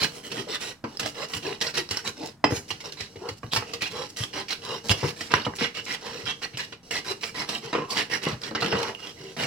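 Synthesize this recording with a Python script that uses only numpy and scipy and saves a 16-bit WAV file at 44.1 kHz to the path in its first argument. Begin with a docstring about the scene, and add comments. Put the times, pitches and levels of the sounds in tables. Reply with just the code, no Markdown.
"""A hand pestle grinds garlic and ginger on a shallow earthenware dish on a tiled kitchen counter.
Stick-slip friction, made of random tiny impulses, gives gritty scrapes, bursts and soft smearing; rolls over the
paste add a hollow gliding resonance. Decaying sines make clicks, noise bands make squeaks, pulses squelch, and
knocks excite the dish's modes while the counter thuds. Each contact reaches two close microphones
through the dish, the tiles and a small room, over quiet room tone."""
import sys
import numpy as np
from scipy import signal
from scipy.fft import rfft, irfft
from scipy.io import wavfile

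SR = 44100
rng = np.random.default_rng(int(sys.argv[2]) if len(sys.argv) > 2 else 0)


def waveform_to_disk(signal):
    """Save audio, clipped to [-1, 1], as 16-bit WAV at the path in sys.argv[1]."""
    frames = np.transpose(np.atleast_2d(signal))
    scaled = np.clip(frames, -1, 1) * 32767
    samples = np.round(scaled).astype(np.int16)
    wavfile.write(sys.argv[1], SR, samples)


N = 417186
TAPS = 2048  # samples of a colouring filter

# In all event tables the levels are relative and the starts precede any lag of the function.
# centres of the contact's body, crunch, grit and hiss: hz
CONTACT_HZ = [400, 1100, 3400, 8500]
# the pestle is off the paste: from_s, to_s
LIFTS = [(.72, 0.85), (2.3, 2.45), (3.34, 3.43), (6.75, 6.83)]


def db_to_gain(db):
    """Amplitude ratio: 20 dB is a factor of ten."""
    return 10 ** (np.asarray(db) / 20)


def unit_energy(x):
    """Energy normalisation: the squares sum to 1."""
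    return x / np.sqrt(np.sum(x ** 2, axis=-1, keepdims=True) + 1e-18)


def clock(seconds):
    """Uniform sampling: the sample times of a short sound."""
    return np.arange(int(seconds * SR) + 2) / SR


def fade(t, t60):
    """Exponential damping: the level falls by 60 dB in t60 seconds."""
    return np.exp(-np.log(1000) * t / t60)


def add(track, start, sound):
    """Superposition: mix a sound in at its start time, in seconds."""
    i = int(np.clip(start * SR, 0, N - 1))
    track[..., i:i + sound.shape[-1]] += sound[..., :N - i]


def colour(x, hz, gain):
    """Minimum-phase filtering: a folded cepstrum makes the gain curve causal."""
    f = np.maximum(np.fft.rfftfreq(TAPS, 1 / SR), 1)
    log_gain = np.log(np.interp(np.log(f), np.log(hz), gain))
    cepstrum = irfft(log_gain)
    cepstrum[1:TAPS // 2] *= 2
    cepstrum[TAPS // 2 + 1:] = 0
    impulse_response = irfft(np.exp(rfft(cepstrum)))
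    return signal.fftconvolve(x, impulse_response)


def shape(x, points):
    """Linear filtering by a table of frequency (Hz) and level (dB), at unchanged length."""
    hz, db = np.transpose(points)
    return colour(x, hz, db_to_gain(db))[:len(x)]


def walk(t, rate):
    """Slow random modulation: normal random levels, rate per second, joined by straight lines."""
    return np.interp(t * rate, np.arange(256), rng.standard_normal(256))


def grains(t, rate, spread_db, catch_rate, catch_db):
    """Stick-slip of rough stone: random impulses, a few far larger, bunched by catching; rms 1."""
    chance = rng.random((3, SR))[:, :len(t)]
    size = db_to_gain(-spread_db * np.log(np.maximum(chance[0], .004)))
    sign = np.sign(chance[2] - .5)
    slips = (chance[1] < rate / SR) * size * sign
    bunching = db_to_gain(catch_db * walk(t, catch_rate))
    return unit_energy(slips * bunching) * np.sqrt(len(t))


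def radiate(force, ring_db, tiles_db=4, tiles_t60=0.019, room_db=-1.5, room_t60=0.25,
            shared_hz=400, place_db=2.5, grip_detune=0.015):
    """Modal radiation and reverberation: each contact wakes the modes and meets the tiles in its own way."""
    # mean ringing of dish and pestle, kept for 93 ms: pitch_hz, t60_s, relative level_db
    ringing = [(149.2, 0.35, -20.5), (222.6, 0.3, -16), (298, 0.11, -16), (398, 0.25, -16),
               (464.3, 0.11, -8.5), (844, 0.35, -21.5), (1011, 0.094, -17.5), (1590, 0.17, -31),
               (1950, 0.096, -12.5), (2110, 0.12, -19), (2862, 0.15, -8), (4024, 0.024, -9),
               (5470, 0.0084, -7.5)]
    t = clock(.3)
    hz, t60, db = np.transpose(ringing)[:, :, None]
    # the hands shift each mode by a small share of its pitch
    hz = hz * (1 + grip_detune * rng.standard_normal(hz.shape))
    ring_t = t[:TAPS * 2]
    modes = unit_energy(np.cos(2 * np.pi * hz * ring_t) * fade(ring_t, t60))
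    mode_gain = db_to_gain(db + ring_db + place_db * rng.standard_normal(db.shape))
    ring = np.sum(modes * mode_gain, axis=0)
    direct = (t == 0) + np.pad(ring, (0, len(t) - len(ring)))
    # long waves reach both microphones alike, short ones scatter differently
    low, high = (signal.butter(4, shared_hz, kind, fs=SR) for kind in ("low", "high"))
    early, late = rng.standard_normal((2, 2, len(t)))
    diffuse = signal.lfilter(*low, rng.standard_normal(len(t))) + signal.lfilter(*high, late)
    tiles = unit_energy(signal.lfilter(*high, early * fade(t, tiles_t60)))
    room_onset = np.minimum(t / 0.00064, 1)
    room = unit_energy(diffuse * fade(t, room_t60) * room_onset)
    # the dish stands to the right, so the left microphone hears it two samples later
    response = np.array([np.r_[0, 0, direct[:-2]], direct])
    response = response + db_to_gain(tiles_db) * tiles + db_to_gain(room_db) * room
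    return signal.fftconvolve(force[None], unit_energy(response), axes=1)


def click(hz, t60, crumble=0.6):
    """Damped impact: the contact rings for an instant while a grain crumbles into noise."""
    t = clock(.03)
    dust = np.diff(rng.standard_normal(len(t) + 1)) * hz / CONTACT_HZ[2]
    return (np.sin(2 * np.pi * hz * t) + crumble * dust) * fade(t, t60)


def crackle(pressure, rate=170, spread_db=3.5, t60=0.0034, low_hz=1800, high_hz=6000):
    """Random brittle fracture: grit cracks at uneven moments, each grain with its own size and pitch."""
    out = np.zeros(N)
    gap, size, pitch = rng.random((3, 56))
    starts = np.cumsum(-np.log(gap)) / rate
    for start, s, p in zip(starts, size, pitch):
        gain = db_to_gain(-spread_db * np.log(max(s, .08)))
        add(out, start, gain * click(low_hz * (high_hz / low_hz) ** p, t60))
    return out[:len(pressure)] * pressure


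def scratches(pressure, rate=80, length_s=0.012, low_hz=1400, high_hz=6000,
              glide=0.11, spread_db=2.5, rough=0.092):
    """Frequency-modulated friction: single dragged grains rasp briefly, each at its own gliding pitch."""
    out = np.zeros(len(pressure) + SR)
    gap, size, pitch, bend = rng.random((4, 24))
    starts = np.cumsum(-np.log(gap)) / rate
    t = clock(length_s)
    along = t / t[-1]
    wobble = rough * np.cumsum(rng.standard_normal((len(gap), TAPS)), axis=1)[:, :len(t)]
    for start, s, p, b, w in zip(starts, size, pitch, bend, wobble):
        if start * SR < len(pressure):
            hz = low_hz * (high_hz / low_hz) ** p * (1 + glide * (2 * b - 1) * along)
            rasp = np.sin(2 * np.pi * np.cumsum(hz) / SR + w) * np.sin(np.pi * np.sqrt(along))
            add(out, start, db_to_gain(-spread_db * np.log(max(s, .1))) * rasp)
    return out[:len(pressure)] * pressure


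def stroke(length, crest, contact_db, resonances, grain_db=3.0, catch_db=2.0, snap_db=-10, crackle_db=1,
           scratch_db=-9, bite_s=0.0011, release_s=0.011, place_colour_db=3, resonance_width=0.085):
    """Sliding friction: stone on clay, duller and smoother on paste, with ginger fibres snapping throughout."""
    t = clock(min(length + 5 * release_s, .9))
    # it bites, swells to a crest, eases and lets go; pressures are shares of the crest's
    crest_s = np.clip(crest, .1, .95) * length
    pressure = np.interp(t, [0, min(bite_s, crest_s / 2), crest_s, length], [0, .35, 1, .44])
    pressure = pressure * np.exp(-np.maximum(t - length, 0) / release_s)
    body_db, _, grit_db, hiss_db = contact_db
    bare = np.clip(2.0 + (grit_db - body_db) / 30, .3, 1.2)  # how much bare stone touches
    hz = np.geomspace(300, 14000, 128)
    db = np.interp(np.log(hz), np.log(CONTACT_HZ), contact_db)
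    for centre, lift_db in resonances:
        db = db + lift_db * np.exp(-(np.log(hz / centre) / resonance_width) ** 2)
    # the pestle travels from one place on the dish to another, and each favours frequencies of its own
    travel, friction = np.minimum(t / length, 1), 0
    for share in (1 - travel, travel):
        slips = grains(t, rate=6000, spread_db=grain_db * bare, catch_rate=207.7, catch_db=catch_db * bare)
        place = db_to_gain(db + place_colour_db * rng.standard_normal(len(hz)))
        force = colour(slips * pressure * np.sqrt(share), hz, place)
        friction = friction + radiate(force, ring_db=-7.5)
    grit = db_to_gain(crackle_db) * crackle(pressure) + db_to_gain(scratch_db) * scratches(pressure)
    add(friction, 0, radiate(grit * db_to_gain(grit_db), ring_db=-6.5, tiles_db=2.0))
    snaps = grains(t, rate=590, spread_db=1.5, catch_rate=55.3, catch_db=8.0)
    snaps = snaps * db_to_gain(snap_db + (grit_db + hiss_db) / 2)
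    snap_force = colour(snaps * pressure, CONTACT_HZ, db_to_gain([-7.0, -30.0, 6.5, 4.5]))
    return friction + radiate(snap_force, ring_db=-3, tiles_db=24.0)


def scraping(lean_crunch=0.38):
    """Resonant dry friction: leaning adds body, wet paste adds hiss, the pestle's tilt picks a resonance."""
    # drags across the dish: start_s, length_s, crest (share of length), level_db,
    # extra body from leaning lean_db, extra hiss from wet paste wet_db, resonance tilt_hz, its height tilt_db
    scrapes = [(0, 0.05, 0.94, 13.5, -6, -1, 4130, 9.5), (0.115, 0.1, 0.51, -13, 6.5, 10, 3070, 13),
               (0.23, 0.066, 0.47, -9, 1.5, 8, 3100, 13), (0.301, 0.12, 1, -1, 4.5, 1, 3180, 12),
               (0.483, 0.087, 0.73, 5, -18, -5, 3650, 6), (0.597, 0.12, 0.24, 0.0, -3.5, 2.5, 3830, 7),
               (0.992, 0.089, 1, 2, 2, -2, 3200, 9), (1.283, 0.1, 0.87, -1.5, -5, 5, 3170, 3.0),
               (1.603, 0.097, 0.38, 6.0, -8.5, -4, 4970, 2), (1.739, 0.068, 0.66, 8, -6, -1, 3920, 7),
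               (1.892, 0.11, 0.37, 0.5, -7.5, -0.5, 1510, 8), (2.041, 0.057, 0.56, 1.5, 1, 4.5, 3800, 2),
               (2.499, 0.1, 0.64, -3.5, 1, 10, 6460, 7), (2.679, 0.037, 1, -6, -10, 8, 2320, 3),
               (2.801, 0.016, 0.74, -2.0, -9, 0, 2140, 18), (2.967, 0.097, 0.46, -2, -22, -8, 3900, 12),
               (3.518, 0.06, 0.96, 4.5, -3, 7.5, 4660, 6), (3.639, 0.14, 0.4, -10.5, 4, -1, 2620, 9),
               (3.808, 0.07, 0.22, 8.0, -18, -9, 2450, 10.5), (4.162, 0.084, 1, 4, -10.5, 3.5, 3320, 6),
               (4.329, 0.089, 0.42, 6, -1.5, -9, 4550, 3.5), (4.481, 0.059, 0.71, 8, -26, -8, 2440, 7),
               (4.895, 0.028, 0.74, 16.5, -7.5, -3, 2780, 10.5), (4.965, 0.15, 0.75, 3, -10.5, -2, 2850, 1),
               (5.158, 0.14, 0.35, -5, -5.5, 4, 2440, 4.5), (5.303, 0.099, 0.19, 8.5, -4.5, -16, 1660, 9),
               (5.4, 0.041, 0.43, -0.5, -9, -11, 4630, 9), (5.582, 0.08, 0.99, 12.5, -14, -14.5, 2230, 11),
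               (5.742, 0.063, 0.35, 5, -14, -10, 2880, 8.5), (5.861, 0.094, 1, 8, -14.5, -9, 1520, 4.0),
               (6.253, 0.062, 0.97, 9, -14.5, -11, 3280, 13), (6.415, 0.043, 0.81, 6, -15, -8, 1810, 2),
               (6.578, 0.062, 0.33, 7, -23, -7.5, 1800, 13), (6.906, 0.09, 0.58, 6.0, -8, -3.5, 2080, 7.5),
               (7.045, 0.083, 0.8, 3.0, 0, -1.5, 3900, 1), (7.208, 0.091, 0.42, -2.5, -5.5, 4.5, 2350, 12),
               (7.342, 0.099, 0.77, 7, -4.5, -8.5, 1980, 3), (7.474, 0.11, 0.73, 0.5, 1, -0.5, 3900, 6.5),
               (7.902, 0.038, 0.87, 2.5, -2, 4.5, 4630, 10), (7.946, 0.078, 0.55, 13, -10.5, -7, 1620, 8),
               (8.097, 0.074, 0.54, 8.5, -6, -5, 1880, 6), (8.216, 0.12, 0.19, 6.5, -7, -15.5, 6160, 3),
               (8.413, 0.082, 1, -2.5, -0.5, -3.5, 1830, 10), (8.589, 0.11, 0.87, 5, 0.5, -16, 3240, -7),
               (8.689, 0.12, 0.68, 6, 3, -19, 5340, 1), (8.777, 0.14, 0.4, 3, -9, -6.5, 5470, -9),
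               (8.985, 0.13, 0.63, -6.5, -2, -1, 3240, 13.5), (9.364, 0.15, 0.42, 7.5, -4, -2.5, 2900, 1)]
    # force of a drag: body_db, crunch_db, grit_db, hiss_db
    scrape_force = np.array([-0.3, -1.1, -2, 0.88])
    out = np.zeros((2, N))
    for start, length, crest, db, lean_db, wet_db, tilt_hz, tilt_db in scrapes:
        # part of the extra body also reaches the crunch band
        contact_db = db + scrape_force + [lean_db, lean_crunch * lean_db, 0, wet_db]
        add(out, start, stroke(length, crest, contact_db, [(tilt_hz, tilt_db)]))
    return out


def smearing(waver_db=1.5, waver_rate=18, lift_s=0.013):
    """Continuous friction noise: the pestle smears paste softly except where it is lifted off."""
    # force of the faint sliding: body_db, crunch_db, grit_db, hiss_db
    smear_force = [-16, -29.5, -21, -15]
    t = np.arange(N) / SR
    touch = np.ones(N)
    for up, down in LIFTS:
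        touch = touch * np.where(t < down, np.clip((up - t) / lift_s, 0, 1), 1)
    slips = rng.standard_normal(N) * touch * db_to_gain(waver_db * walk(t, waver_rate))
    return radiate(colour(slips, CONTACT_HZ, db_to_gain(smear_force)), ring_db=-6.0)[:, :N]


def kitchen_air(db=-56):
    """Diffuse noise field: a soft, steady room tone, mostly alike on both sides."""
    # spectrum of the still air: frequency_hz, relative level_db (per Hz)
    air = [(30, -4), (100, 5), (160, 7.5), (400, -13), (800, -8), (2500, -23), (6000, -26), (16000, -39)]
    mid, side = (unit_energy(shape(rng.standard_normal(N), air)) * np.sqrt(N) for _ in range(2))
    return db_to_gain(db) * (mid + side * np.array([[.2], [-.2]]))


def thudding(lag=0.00667, t60=.12, foot_t60=0.16, rattle=0.42, gain_db=1):
    """Damped low resonance: the counter answers the rocking dish, whose foot rattles."""
    # the dish rocks: start_s, relative level_db, pitch_hz
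    thuds = [(0.01,-35,120), (0.83,-42,115), (1.033,-38,100), (1.348,-34,105), (1.904,-32.5,100),
             (2.228,-38.5,150), (2.516,-29,140), (2.713,-40,110), (3.005,-35,100), (3.305,-32.5,100),
             (3.434,-29.5,115), (3.563,-24,115), (3.813,-39,120), (4.198,-25.5,115), (4.895,-16,100),
             (5.027,-28,130), (5.336,-28,100), (5.462,-29,105), (5.6,-37,125), (6.228,-37,110),
             (6.534,-34.5,130), (7.64,-38,140), (8.259,-42,110), (8.322,-24.5,125), (8.642,-27,186),
             (8.729,-27,196)]
    # spectrum of the foot's rattle: multiple of the thud's pitch, relative level_db (per Hz)
    foot_spectrum = [(.3, -47), (.68, -4.5), (1.4, -7.5), (2.4, -16), (5.5, -33), (18, -55)]
    out, t = np.zeros(N), clock(.3)
    for start, db, hz in thuds:
        note = np.sin(2 * np.pi * hz * t) * fade(t, t60)
        foot = shape(rng.standard_normal(len(t)), np.array(foot_spectrum) * [hz, 1])
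        foot = foot / foot.std() * fade(t, foot_t60)
        add(out, start + lag, db_to_gain(db + gain_db) * (note + rattle * foot))
    return out


def catching(grain_db=3.0, bunch_db=0.5, rise_s=0.0029, fade_s=0.011):
    """Sudden stress release: a hard bit is crushed in a quickly fading burst of slips."""
    # hard bits: start_s, level_db, extra hiss wet_db
    catches = [(0.315,12.5,-1), (.994,18.5,3.5), (1.334,15.5,-11), (1.611,22,1.5), (1.771,20,-12),
               (1.907,17.5,3.5), (1.968,12.5,-8), (2.703,19,-5), (2.92,6.5,1), (3.003,12.5,-0.5),
               (3.286,13.5,-2), (3.524,-2,2), (3.733,16.5,-1.5), (3.8175,15,5.5), (4.236,-3,7),
               (4.903,17,-1), (5.206,15,0), (5.448,15,-8), (5.928,-5,-14), (6.57,4.5,11), (6.721,9.5,-12.5),
               (6.908,14,6), (7.231,18,-17), (7.488,19,0), (8.418,-14,19), (8.432,14,-7)]
    # force of a catch: body_db, crunch_db, grit_db, hiss_db
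    catch_force = np.array([-9.5, -9.5, -2, -4.5])
    out, t = np.zeros((2, N)), clock(.07)
    pressure = np.minimum(t / rise_s, 1) * np.exp(-t / fade_s)
    for start, db, wet_db in catches:
        slips = grains(t, rate=7400, spread_db=grain_db, catch_rate=375, catch_db=bunch_db)
        burst = unit_energy(slips * pressure) * np.linalg.norm(pressure)
        force = colour(burst, CONTACT_HZ, db_to_gain(db + catch_force + [0, 0, 0, wet_db]))
        add(out, start, radiate(force, ring_db=-9.5, tiles_db=4.5))
    return out


def rub(length, crest, pitches, width):
    """Noise-driven resonance: a band swells to a crest and glides through the pitches as the pestle tilts."""
    t = clock(length)
    course = np.interp(t / length, [0, np.clip(crest, .1, .9), 1], [0, .5, 1])
    hz = np.interp(course, np.linspace(0, 1, len(pitches)), pitches)
    phase = 2 * np.pi * np.cumsum(hz) / SR
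    # slow noise on two carriers makes a band whose width is a share of the pitch
    lowpass = signal.butter(2, width * hz.mean() / 2, fs=SR)
    slips = signal.lfilter(*lowpass, rng.standard_normal((2, SR)))[:, TAPS:TAPS + len(t)]
    note = (slips[0] * np.cos(phase) + slips[1] * np.sin(phase)) * np.sin(np.pi * course)
    return radiate(unit_energy(note) * np.sqrt(len(t)), ring_db=-18, tiles_db=-2.0, room_db=-7)


def rolling(gain_db=-2, width=0.25, overtone_width=0.58, arch_ratio=1.12, overtone_ratio=2.15):
    """Cavity resonance: the gap under a rolling pestle sounds a hollow note and overtone, gliding with the push."""
    # rolls over the paste: start_s, length_s, crest (share of length), friction_db, relative note_db,
    # first_hz, last_hz, overtone_db (against the note)
    rolls = [(0.36,0.11,0.37,-15,-24.5,334,231,-7), (0.467,0.1,0.17,-14,-11.5,526,343,-8),
             (0.872,0.094,0.85,-16,-33,420,377,6), (1.144,0.11,0.87,1.5,-15,441,522,2),
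             (1.423,0.13,0.41,1.5,-12.5,341,412,-1), (1.748,0.084,0.51,-15,-12.5,398,279,-33),
             (2.165,0.14,0.52,-4,-15,287,307.6,0), (2.834,0.065,0.28,-3,-17.5,574,417,-1),
             (3.187,0.14,0.62,-11.5,-16,321.7,534,3), (3.897,0.17,.6,-1,-16.5,402,481.5,5),
             (4.616,0.17,0.69,0.5,-19,421.5,505.5,8.5), (6.009,0.12,0.55,-2,-21.5,398,554,5.5),
             (6.109,0.16,0.21,-3.5,-22,527,352,-6), (7.617,0.15,0.17,-6.5,-23,370,431,1),
             (8.755,0.2,0.38,-12,-14.5,520.4,402,7), (9.158,0.18,0.46,-8.5,-22.5,321,379,-17)]
    # force of a roll: body_db, crunch_db, grit_db, hiss_db
    roll_force = np.array([-4.5, -8, -2, -4])
    # dip and resonances of the rolling contact: pitch_hz, level_db
    roll_resonances = [(2330, -8), (3850, 2), (5350, 0.5)]
    out = np.zeros((2, N))
    for start, length, crest, friction_db, note_db, first_hz, last_hz, overtone_db in rolls:
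        arch = np.array([first_hz, arch_ratio * (first_hz + last_hz) / 2, last_hz])
        note = rub(length, crest, arch, width)
        overtone = rub(length, crest, overtone_ratio * arch, overtone_width)
        note = note + db_to_gain(overtone_db) * overtone
        add(out, start, stroke(length, crest, friction_db + roll_force, roll_resonances))
        add(out, start, db_to_gain(note_db + gain_db) * note)
    return out


def clicking():
    """Impact excitation: the pestle slips off a grain and clicks on bare clay."""
    # start_s, level_db, pitch_hz, t60_s
    clicks = [(.841,-5,4600,0.034), (1.9711,17.5,5460,0.01), (2.4407,17,955,0.0048), (2.444,12,4830,0.012),
              (2.923,6,4200,0.0073), (0.9712,9.5,5120,0.012), (1.3375,10.5,3080,0.0091),
              (1.89,11,5400,0.0038), (1.912,15,4470,0.0066), (0.423,3,5500,0.0037), (3.465,-3,3900,.008),
              (0.8405,3,1300,.006), (5.032,11,980,0.0091), (5.537,2,1300,.006), (8.51,8,4200,.004),
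              (8.5135,5,1180,0.0059), (8.4175,7,5000,.006), (3.535,25,4950,0.0037), (3.8205,15,4170,0.013),
              (4.237,19,3300,0.0056), (4.502,10,3720,0.0037), (4.5073,16,4360,0.009), (4.53,17,4020,0.0048),
              (4.895,28,3380,0.012), (5.3385,29.5,1540,0.0046), (5.4663,16.5,1010,0.0078),
              (5.646,6,2670,0.006), (6.5725,12,3090,0.0069), (6.91,14.5,2700,0.0025),
              (6.9653,14,3960,0.0045), (8.4383,-3,2740,.007), (8.607,14,4190,.005),
              (8.612,16.5,4330,0.0044), (8.6205,13,3400,0.0065), (8.629,19,4350,.005),
              (8.6457,15,2940,.006), (8.662,19.5,3200,0.007), (8.725,19.5,2900,0.0059),
              (8.949,6,2900,0.015), (9.071,7,3360,0.0062)]
    out = np.zeros((2, N))
    for start, db, hz, t60 in clicks:
        sound = db_to_gain(db) * click(hz, t60)
        add(out, start, radiate(sound, ring_db=-15.5, tiles_db=0.0, room_db=-2.5))
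    return out


def pestle_ring(db):
    """Free modal vibration: swung down hard after a lift, the loosely held pestle rings for a moment."""
    # pitch_hz, t60_s, relative level_db
    pestle_modes = [(2040, 0.027, -16), (2580, .07, -23), (3140, 0.044, -22.5), (5100, 0.081, -19.5),
                    (5460, 0.028, -29.5), (7500, .12, -30)]
    t = clock(.2)
    ring = 0
    for hz, t60, mode_db in pestle_modes:
        ring = ring + db_to_gain(db + mode_db) * np.sin(2 * np.pi * hz * t) * fade(t, t60)
    return radiate(ring, ring_db=-24, tiles_db=-9, room_db=0)


def knocking(lag=0.000933, push=5, chatter=0.86, hiss_db=-11.5, landing_s=.05, hard_landing_db=22):
    """Impulsive contact: a hard blow, then chatter as the pestle settles and crushes grit; the dish rings."""
    # start_s, level_db, extra body_db, extra treble_db of a hard contact, chatter_t60_s
    knocks = [(0.8399,14.5,4,-17,0.079), (2.441,29.5,-4,-14,0.057), (2.506,11,4,-10,.06),
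              (2.521,11.5,9,-20,0.054), (3.157,-9,10,2.5,0.18), (3.431,10,-1.5,-19,0.043),
              (3.561,22.5,-21,-0.5,0.062), (3.623,14,-10,-22,0.032), (4.842,-1.5,3,-22,0.77),
              (5.028,14.5,2,-38,0.17), (5.338,35,-21,-9.5,0.015), (5.467,16,1,-30,0.044),
              (5.536,7,4,-15,0.023), (5.613,11.5,4.5,-2,0.071), (7.728,20,-8,-8,0.082),
              (7.75,17.5,-3.5,-12,0.17), (7.781,7.5,1.5,-9,0.29), (8.266,17.5,-4.5,-24,0.19),
              (8.511,6,3.5,-20,0.094), (8.549,17,-3.5,-2.5,0.1), (8.622,17.5,-6.5,-6.5,0.15),
              (8.725,19,-6,-14,0.2)]
    out, t = np.zeros((2, N)), clock(.2)
    for start, db, body_db, treble_db, chatter_t60 in knocks:
        settling = fade(t, chatter_t60)
        slips = grains(t, rate=4200, spread_db=-0.2, catch_rate=810, catch_db=4.5)
        blow = chatter * unit_energy(slips * settling) * np.linalg.norm(settling)
        blow[0] += push
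        contact_db = db + np.array([body_db, 0, treble_db, treble_db + hiss_db])
        force = colour(blow, CONTACT_HZ, db_to_gain(contact_db))
        add(out, start + lag, radiate(force, ring_db=-8.0, tiles_db=0.5))
        ends_lift = any(abs(start - down) < landing_s for _, down in LIFTS)
        if db > hard_landing_db and ends_lift:
            add(out, start + lag, pestle_ring(db))
    return out


def squelching(gain_db=-1):
    """Random pulse excitation: wet garlic squelches out from under the pestle in tiny bright pops."""
    # start_s, length_s, relative level_db
    squelches = [(1.054, 0.055, 5), (2.253, 0.027, 0.5), (3.326, 0.014, -9.5), (3.36, 0.033, -11),
                 (3.412, 0.036, -11), (3.906, 0.023, -1), (4.083, 0.029, -3.5), (4.165, 0.027, 8),
                 (4.823, 0.1, 0.5), (5.547, 0.043, 0.5), (5.84, 0.022, -1.5), (7.882, 0.074, 1),
                 (8.225, 0.034, 5)]
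    out, bright = np.zeros((2, N)), db_to_gain([-50, -55, -3.5, 4.0])
    for start, length, db in squelches:
        t = clock(length)
        pops = grains(t, rate=2000, spread_db=5.0, catch_rate=86, catch_db=2.5) * np.sqrt(np.hanning(len(t)))
        force = colour(pops, CONTACT_HZ, bright * db_to_gain(db + gain_db))
        add(out, start, radiate(force, ring_db=-19))
    return out


def squeaking(sag=0.0193):
    """Friction-driven resonance: dragged bare stone squeaks thinly, sagging by a small share of its pitch."""
    # start_s, length_s, first pitch_hz, level_db, width (share of the pitch)
    squeaks = [(1.66,0.0265,4870,0,0.28), (2.052,0.039,4010,-2.5,0.089), (3.511,0.045,3590,0,0.15),
               (6.265,.069,3260,-3,0.14), (6.53,0.035,2950,-15.5,0.6), (7.067,0.066,4030,-8,0.043),
               (7.536,0.035,2960,-5,0.13), (7.768,0.11,1087,-13,0.12), (7.874,.11,1085,-11,0.26),
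               (7.961,0.071,1994,-7.5,0.41), (8.11,0.057,1902,0.5,0.18), (8.548,0.064,1950,-9,0.15),
               (8.685,0.068,5340,-9.5,.05), (8.8,0.111,5670,-15,.14), (8.94,0.17,2870,-24,.022)]
    out = np.zeros((2, N))
    for start, length, hz, db, width in squeaks:
        add(out, start, db_to_gain(db) * rub(length, 0.55, [hz, hz * (1 - sag)], width))
    return out


def ears(pair):
    """Microphone directivity: each faces its own way and favours its own bands."""
    # left minus right: frequency_hz, level_db
    balance = [(100, 1), (280, 3), (480, 3.5), (650, -6.5), (950, -1.5), (1400, -3), (2300, -6.5),
               (4000, -5), (5500, -4.5), (8000, -2), (12000, 2), (16000, 4)]
    hz, db = np.transpose(balance)
    f = np.maximum(np.fft.rfftfreq(2 * N, 1 / SR), 1)
    lean_db = np.interp(np.log(f), np.log(hz), db) * np.array([[1], [-1]]) / 2
    return irfft(rfft(pair, 2 * N) * db_to_gain(lean_db))[:, :N]


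def scene(dish_db=-16.5, lowest_hz=64):
    """Source-filter superposition: all contacts take the dish's colour, over its thuds and the room tone."""
    # broad colour of the dish: frequency_hz, relative level_db (per Hz)
    dish_colour = [(35, -36.5), (60, -37), (100, -4), (200, -6), (400, -6), (600, -10), (1000, -10),
                   (2000, -13), (2380, -14), (2650, -12), (3200, -14), (3550, -17.5), (4000, -14.5),
                   (5400, -14), (5850, -16.5), (6350, -21.5), (7800, -21.5), (8600, -28.5), (9900, -26.5),
                   (12000, -34.5), (16000, -36)]
    contact = scraping() + rolling() + squeaking() + catching()
    contact = contact + clicking() + squelching() + knocking() + smearing()
    dish = np.array([shape(side, dish_colour) for side in contact])
    # the thuds carry little of their energy below lowest_hz
    thuds = signal.lfilter(*signal.butter(3, lowest_hz, "high", fs=SR), thudding())
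    return ears(db_to_gain(dish_db) * dish + thuds) + kitchen_air()


def record(dry, top_hz=15800):
    """Saturation and band-limiting: the recorder clips at full scale, then a low-pass cuts the top."""
    lowpass = signal.ellip(8, .2, 70, top_hz, fs=SR, output="sos")
    return signal.sosfilt(lowpass, np.clip(dry, -1, 1))


dry = scene()
out = record(dry)
waveform_to_disk(out)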